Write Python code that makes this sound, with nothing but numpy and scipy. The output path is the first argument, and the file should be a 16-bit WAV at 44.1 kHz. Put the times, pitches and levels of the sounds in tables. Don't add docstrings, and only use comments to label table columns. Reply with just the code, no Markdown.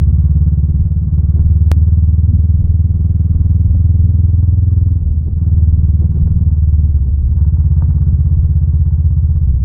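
import sys
import numpy as np
from scipy import signal
from scipy.fft import rfft, irfft, next_fast_len
from scipy.io import wavfile
from scipy.ndimage import uniform_filter1d, minimum_filter1d

SR = 44100
rng = np.random.default_rng(int(sys.argv[2]) if len(sys.argv) > 2 else 0)


def gain_from_db(level_db):
    decades = np.asarray(level_db, float) / 20
    return 10 ** decades


def dump_mix(stems):
    frames = np.atleast_2d(stems).T
    limited = np.clip(frames, -1, 1)
    pcm = np.round(limited * 32767).astype(np.int16)
    wavfile.write(sys.argv[1], SR, pcm)


N = 425124
RUN_IN = SR // 2

# [t/s, rate/(cycles/s)]
SPIN = [(0.0, 17.561), (1.5, 18.727), (1.8, 19.281), (2.1, 19.2), (2.7, 19.84), (3.0, 19.733),
        (4.9, 21.044), (5.1, 19.13), (5.4, 19.83), (5.6, 19.043), (6.4, 19.012), (6.9, 18.544),
        (7.0, 16.256), (7.1, 18.019), (7.3, 16.239), (7.4, 18.561), (7.5, 16.665), (9.64, 16.103)]


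def rms_one(x):
    return x / np.sqrt(np.mean(x ** 2) + 1e-20)


def in_time(rows, early=0):
    t_s, *columns = np.transpose(rows)
    now_s = np.arange(-early, N) / SR
    return [np.interp(now_s, t_s, column) for column in columns]


def bells(rows):
    now_s = np.arange(N) / SR
    return sum(height * np.exp(-((now_s - t_s) / half_s) ** 2) for t_s, half_s, height in rows)


def drift(rate_hz):
    r = np.exp(-80 * np.pi * rate_hz / SR)
    noise = rng.standard_normal(N // 40 + 2002)
    slow = signal.lfilter([1], [1, -2 * r, r * r], noise)[2000:]
    return np.interp(np.arange(N) / 40, np.arange(len(slow)), rms_one(slow))


def patchy_noise(colour, patchy_db, rate_hz):
    hz, db = np.transpose(colour)
    size = next_fast_len(N)
    grid_hz = np.maximum(np.arange(size // 2 + 1) * SR / size, 1)
    colour_db = np.interp(np.log(grid_hz), np.log(hz), db, left=-90, right=-120)
    noise = rfft(rng.standard_normal(size)) * gain_from_db(colour_db)
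    out, together, octave = 0, drift(rate_hz / 2), np.log2(grid_hz)
    step_oct = .75
    for centre in np.arange(np.log2(hz[0]), np.log2(hz[-1]) + step_oct, step_oct):
        share = np.cos(np.pi / 2 * np.clip((octave - centre) / step_oct, -1, 1)) ** 2
        flicker_db = patchy_db * (0.33 * together + drift(rate_hz))
        out = out + irfft(noise * share, size)[:N] * gain_from_db(flicker_db)
    return rms_one(out)


def wind():
    # [f/Hz, density/dB]
    colour = [(18, -11), (30, -2.5), (50, -4.5), (80, -4), (130, -12), (200, -17.5), (300, -34), (450, -44),
              (700, -55)]
    # [t/s, peak level/dB]
    gust_rows = [(.1, -27.5), (.5, -29), (.8, -28), (1.13, -23), (1.45, -25.5), (1.77, -23.5), (2.33, -20),
                 (2.65, -20.5), (2.95, -26), (3.4, -19), (3.75, -23), (4.05, -22.5), (4.51, -29),
                 (4.94, -26.5), (5.1, -23), (5.3, -22.5), (5.56, -23.5), (5.8, -24), (6.09, -25),
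                 (6.25, -20.5), (6.45, -25.5), (6.84, -24.5), (7.05, -23.5), (7.28, -23), (7.6, -30),
                 (7.9, -27), (8.1, -27), (8.4, -24), (9.2, -29.5), (9.53, -20.5)]
    half_s, lull_db, rumble_db = .07, -30.5, 5
    swells = bells([(t_s, half_s, gain_from_db(db) ** 2) for t_s, db in gust_rows])
    strength = np.sqrt(gain_from_db(lull_db) ** 2 + swells)
    return gain_from_db(rumble_db) * strength * patchy_noise(colour, patchy_db=2.2, rate_hz=4)


def stones():
    # [t/s, peak level/dB, dullness (low-mode gain)/dB]
    stone_rows = [(0.282, -41, -13), (1.179, -32.5, -6), (1.34, -50, -6.5), (1.388, -36, 6),
                  (1.877, -53, 5.5), (2.239, -54, 11), (3.046, -50, 13), (3.103, -56.5, 0.5),
                  (3.204, -50, -2.5), (3.35, -50, 11), (3.698, -61, 5.5), (3.746, -53, 25.5),
                  (4.424, -39, 4), (4.58, -59, 20), (4.867, -56, 2.5), (6.014, -45.5, -2),
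                  (6.165, -49.5, 13), (6.186, -43, -4.5), (6.269, -43.5, 17.5), (7.388, -43.5, -1),
                  (7.444, -40, -18.5), (7.491, -39, -20), (7.567, -37, -19), (7.638, -39, -13),
                  (7.671, -55, -1), (7.819, -25, -1), (7.907, -35, -13), (8.851, -38.5, -10),
                  (9.17, -39.5, 4), (9.538, -57.5, -0.5)]
    # [t/s, level/dB]
    gravel = [(0, -63), (1.3, -62), (2.5, -70), (4.9, -55), (5.2, -69), (6.2, -48.5), (7.2, -53),
              (7.4, -46.5), (7.9, -45), (8.4, -59.5), (8.9, -49.5), (9.64, -54.5)]
    # [f/Hz, level/dB, t60/s]
    modes = [(330, 1, .025), (540, -1, .02), (720, -5, .02), (920, 0, .028), (1150, -5, .025),
             (1450, -11, .025)]
    lag_s, scatter_db, grit_per_s = .003, 3, 40.
    t_s, peak_db, dull_db = np.transpose(stone_rows)
    at = ((t_s + lag_s) * SR).astype(int)
    chance, out = rng.standard_normal((len(t_s), len(modes))), 0
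    spread_db = 1.9 * np.minimum(rng.exponential(1, N), 2)
    grit = (rng.random(N) < grit_per_s / SR) * gain_from_db(in_time(gravel)[0] + spread_db)
    for k, (hz, db, t60_s) in enumerate(modes):
        clicks = grit * gain_from_db(db) * (hz > 800) + 1e-18
        clicks[at] = gain_from_db(peak_db + db - 6.5 + scatter_db * chance[:, k] + dull_db * (hz < 700))
        r, w = gain_from_db(-60 / (t60_s * SR)), 2 * np.pi * hz / SR
        out = out + signal.lfilter([0, np.sin(w)], [1, -2 * r * np.cos(w), r * r], clicks)
    return signal.sosfilt(signal.butter(6, 1600, fs=SR, output="sos"), out)


def jolts():
    # [t/s, half length/s, thump level/dB]
    ruts = [
        (0.135, .02, -41.5),
        (1.37, 0.033, -35),
        (2.708, .02, -40),
        (5.284, 0.021, -36.5),
        (6.029, 0.021, -32.5),
        (6.168, 0.014, -32.5),
        (6.278, 0.0096, -30),
        (7.082, 0.022, -40.5),
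    ]
    # [t/s, half length/s, height/full scale]
    end_dips = [
        (0, .004, -.13),
        (9.64, .006, -.22),
    ]
    band = signal.butter(2, [204, 394], "band", fs=SR, output="sos")
    dull = signal.sosfilt(band, rng.standard_normal(N))
    dull = signal.sosfilt(signal.butter(2, 1200, fs=SR, output="sos"), dull)
    thumps = rms_one(dull) * bells([(t_s, half_s, gain_from_db(db)) for t_s, half_s, db in ruts])
    return thumps + bells(end_dips)


def throttle_shut(early=0):
    # [start/s, length/s, depth/(0-1)]
    roll_offs = [
        (0.989, 0.24, 0.1),
        (4.93, .42, .85),
        (6.393, 0.55, 0.3),
        (6.903, .42, .55),
        (8.302, 1, 0),
        (9.417, .4, 1),
    ]
    close_s, open_s = 0.14, 0.042
    now_s = np.arange(-early, N) / SR
    shut = 0
    for start_s, length_s, depth in roll_offs:
        closing = (now_s - start_s) / close_s
        opening = 1 + (start_s + length_s - now_s) / open_s
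        shut = shut + depth * np.clip(np.minimum(closing, opening), 0, 1)
    return np.clip(shut, 0, 1)


def firings(lag, shut_lag, second, uneven_db, shut_uneven_db, jitter, wobble):
    per_s, = in_time(SPIN, RUN_IN)
    shut = throttle_shut(RUN_IN)
    cycle = np.cumsum(per_s) / SR
    cycle = cycle - cycle[RUN_IN] - .183
    clicks, count = np.zeros(len(cycle)), np.arange(np.ceil(cycle[0]), cycle[-1])
    chance = rng.standard_normal((len(count), 5))
    closed = np.interp(count, cycle, shut)
    widen = closed * (shut_lag - lag) / 2
    for k, (place, size) in enumerate([(count - widen, 1), (count + lag + widen, second)]):
        early_late = jitter * chance[:, k] + wobble * chance[:, 4]
        at = np.searchsorted(cycle, place + early_late)
        strength = size * gain_from_db((uneven_db + shut_uneven_db * closed) * chance[:, k + 2])
        inside = at < len(cycle)
        clicks[at[inside]] = strength[inside]
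    return clicks


def gas_hiss(clicks, hiss_db, puff_s, steady):
    # [f/Hz, density/dB]
    colour = [(150, -8), (230, -0.5), (278, -14), (315, -6.5), (519, -20.5), (611, -22.5), (804, -26.5),
              (900, -28), (1010, -28.5), (1140, -26), (1310, -34), (1470, -33.5), (1600, -37), (4580, -71),
              (5950, -103), (10100, -120)]
    r = np.exp(-1 / (puff_s * SR))
    puffs = rms_one(signal.lfilter([1], [1, -2 * r, r * r], clicks)[RUN_IN:])
    hiss = rms_one(patchy_noise(colour, patchy_db=0.5, rate_hz=3.3) * (steady + puffs))
    dull = signal.sosfilt(signal.butter(1, 1500, fs=SR, output="sos"), hiss)
    return gain_from_db(hiss_db) * (hiss + throttle_shut() * (dull - hiss))


def evened(x):
    power = uniform_filter1d(uniform_filter1d(x ** 2, size=5000), size=5000)
    return (x / np.sqrt(power + 1e-20))[RUN_IN:]


def exhaust(clicks, levels_db, thud_db, thud_hz, bark_hz, rasp_hz):
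    # [f/Hz, width/Hz, level/dB, signed weight]
    pipe_modes = [(71.6, 12.2, 7.2, 1), (60, 120, -7.7, 1), (158.7, 76, -.4, -1), (210.6, 24, -8.6, 1),
                  (272, 40, -8, -1),
                  (408, 86, -13.5, 1), (505, 77, -12, -0.81)]
    # [f/Hz, level/dB]
    tone = [(45, -11.5), (60, -1.5), (75, 1), (97, 2), (120, 3.5), (200, 3.5), (230, 3), (330, 1.5)]
    pulse_hz, mic_cut_hz = 40, 86.4
    size = next_fast_len(len(clicks))
    grid_hz = np.arange(size // 2 + 1) * SR / size
    s = 1j * grid_hz
    pipe = sum(sign * gain_from_db(db) * s * width / (s * s + s * width + hz * hz)
               for hz, width, db, sign in pipe_modes)
    bass_cut = s * s / (s * s + np.sqrt(2) * s * mic_cut_hz + mic_cut_hz ** 2)
    tone_hz, tone_db = np.transpose(tone)
    tone_gain = gain_from_db(np.interp(np.log(grid_hz + 1), np.log(tone_hz), tone_db))
    heard = rfft(clicks, size) * pipe * tone_gain * bass_cut ** 2 / (1 + s / pulse_hz) ** 2
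    deep = 1 / (1 + (grid_hz / thud_hz) ** 16)
    low = 1 / (1 + (grid_hz / bark_hz) ** 8)
    mid = 1 / (1 + (grid_hz / rasp_hz) ** 8)
    thud, boom, bark, rasp = (irfft(heard * part, size)[:len(clicks)]
                              for part in (deep, low, mid - low, 1 - mid))
    boom = boom + throttle_shut(RUN_IN) ** 2 * gain_from_db(thud_db) * thud
    return sum(gain_from_db(db) * evened(part) for db, part in zip(levels_db, (boom, bark, rasp)))


def engine():
    # [t/s, boom level/dB, bite of the burn/dB, sharpness of the blow-down/dB]
    load = [(0, -6.5, 5.5, 3), (.45, -11, 6, 0), (.95, -13.5, 1.5, -2.5), (1.2, -12, 5, 1.5),
            (1.6, -8, 0, 3.5), (2.9, -11, -1, -1), (3.3, -12.5, 1.5, 0.5), (3.65, -9.5, -1, 2.5),
            (4.85, -10, -4, 1.5), (5.3, -15, 1, -1), (5.62, -7.5, 0, 3.5), (6.2, -12.5, 2.5, -4),
            (6.75, -9, 1.5, 1.5), (7.2, -13, -9.5, 3.5), (7.45, -9.5, 1, 0.5), (7.95, -10.5, 3.5, 2.5),
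            (9.35, -11, -1, 0.5), (9.64, -10.5, -4, 1)]
    # [level at mean speed/dB, slope/(dB per cycle/s), change when shut/dB, bite share, sharpness share]
    layers = [
        (-18.5, 0, -9, 1, 0.024),
        (-39.5, 3, -6.5, 0.35, 0.47),
        (-52, -0.14, -3.5, 0.45, .6),
    ]
    boom_db, bite_db, sharp_db = in_time(load)
    faster = in_time(SPIN)[0] - 18.5
    shut = throttle_shut()
    bark_db, rasp_db, hiss_db = (db + slope * faster + shut_db * shut + bite * bite_db + sharp * sharp_db
                                 for db, slope, shut_db, bite, sharp in layers)
    clicks = firings(lag=.225, shut_lag=.28, second=.72, uneven_db=.7, shut_uneven_db=3,
                     jitter=.0025, wobble=.0025)
    pipe = exhaust(clicks, (boom_db - .5, bark_db - 6.0, rasp_db - 3.5),
                   thud_db=7.5, thud_hz=71.3, bark_hz=116.0, rasp_hz=214.6)
    return pipe + gas_hiss(clicks, hiss_db + 10, puff_s=0.013, steady=0.99)


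def scene():
    return (wind() + stones() + jolts() + engine())[None]


def limiter(x, top):
    room = minimum_filter1d(np.minimum(1, top / (np.abs(x) + 1e-9)), size=900)
    return x * uniform_filter1d(uniform_filter1d(room, size=450), size=450)


def roll_off(x):
    return signal.sosfilt(signal.butter(12, 16200, fs=SR, output="sos"), x)


def record(dry):
    at = round(1.71652 * SR)
    snap_db, recover_s, converter_db = -3.5, 0.0015, -99
    recovery = gain_from_db(snap_db) * np.exp(-np.arange(N - at) / SR / recover_s)
    snap = np.concatenate([np.zeros(at), recovery])
    mix = limiter(dry, top=.815) + snap + gain_from_db(converter_db) * rng.standard_normal(N)
    return roll_off(mix)


dry = scene()
out = record(dry)
dump_mix(out)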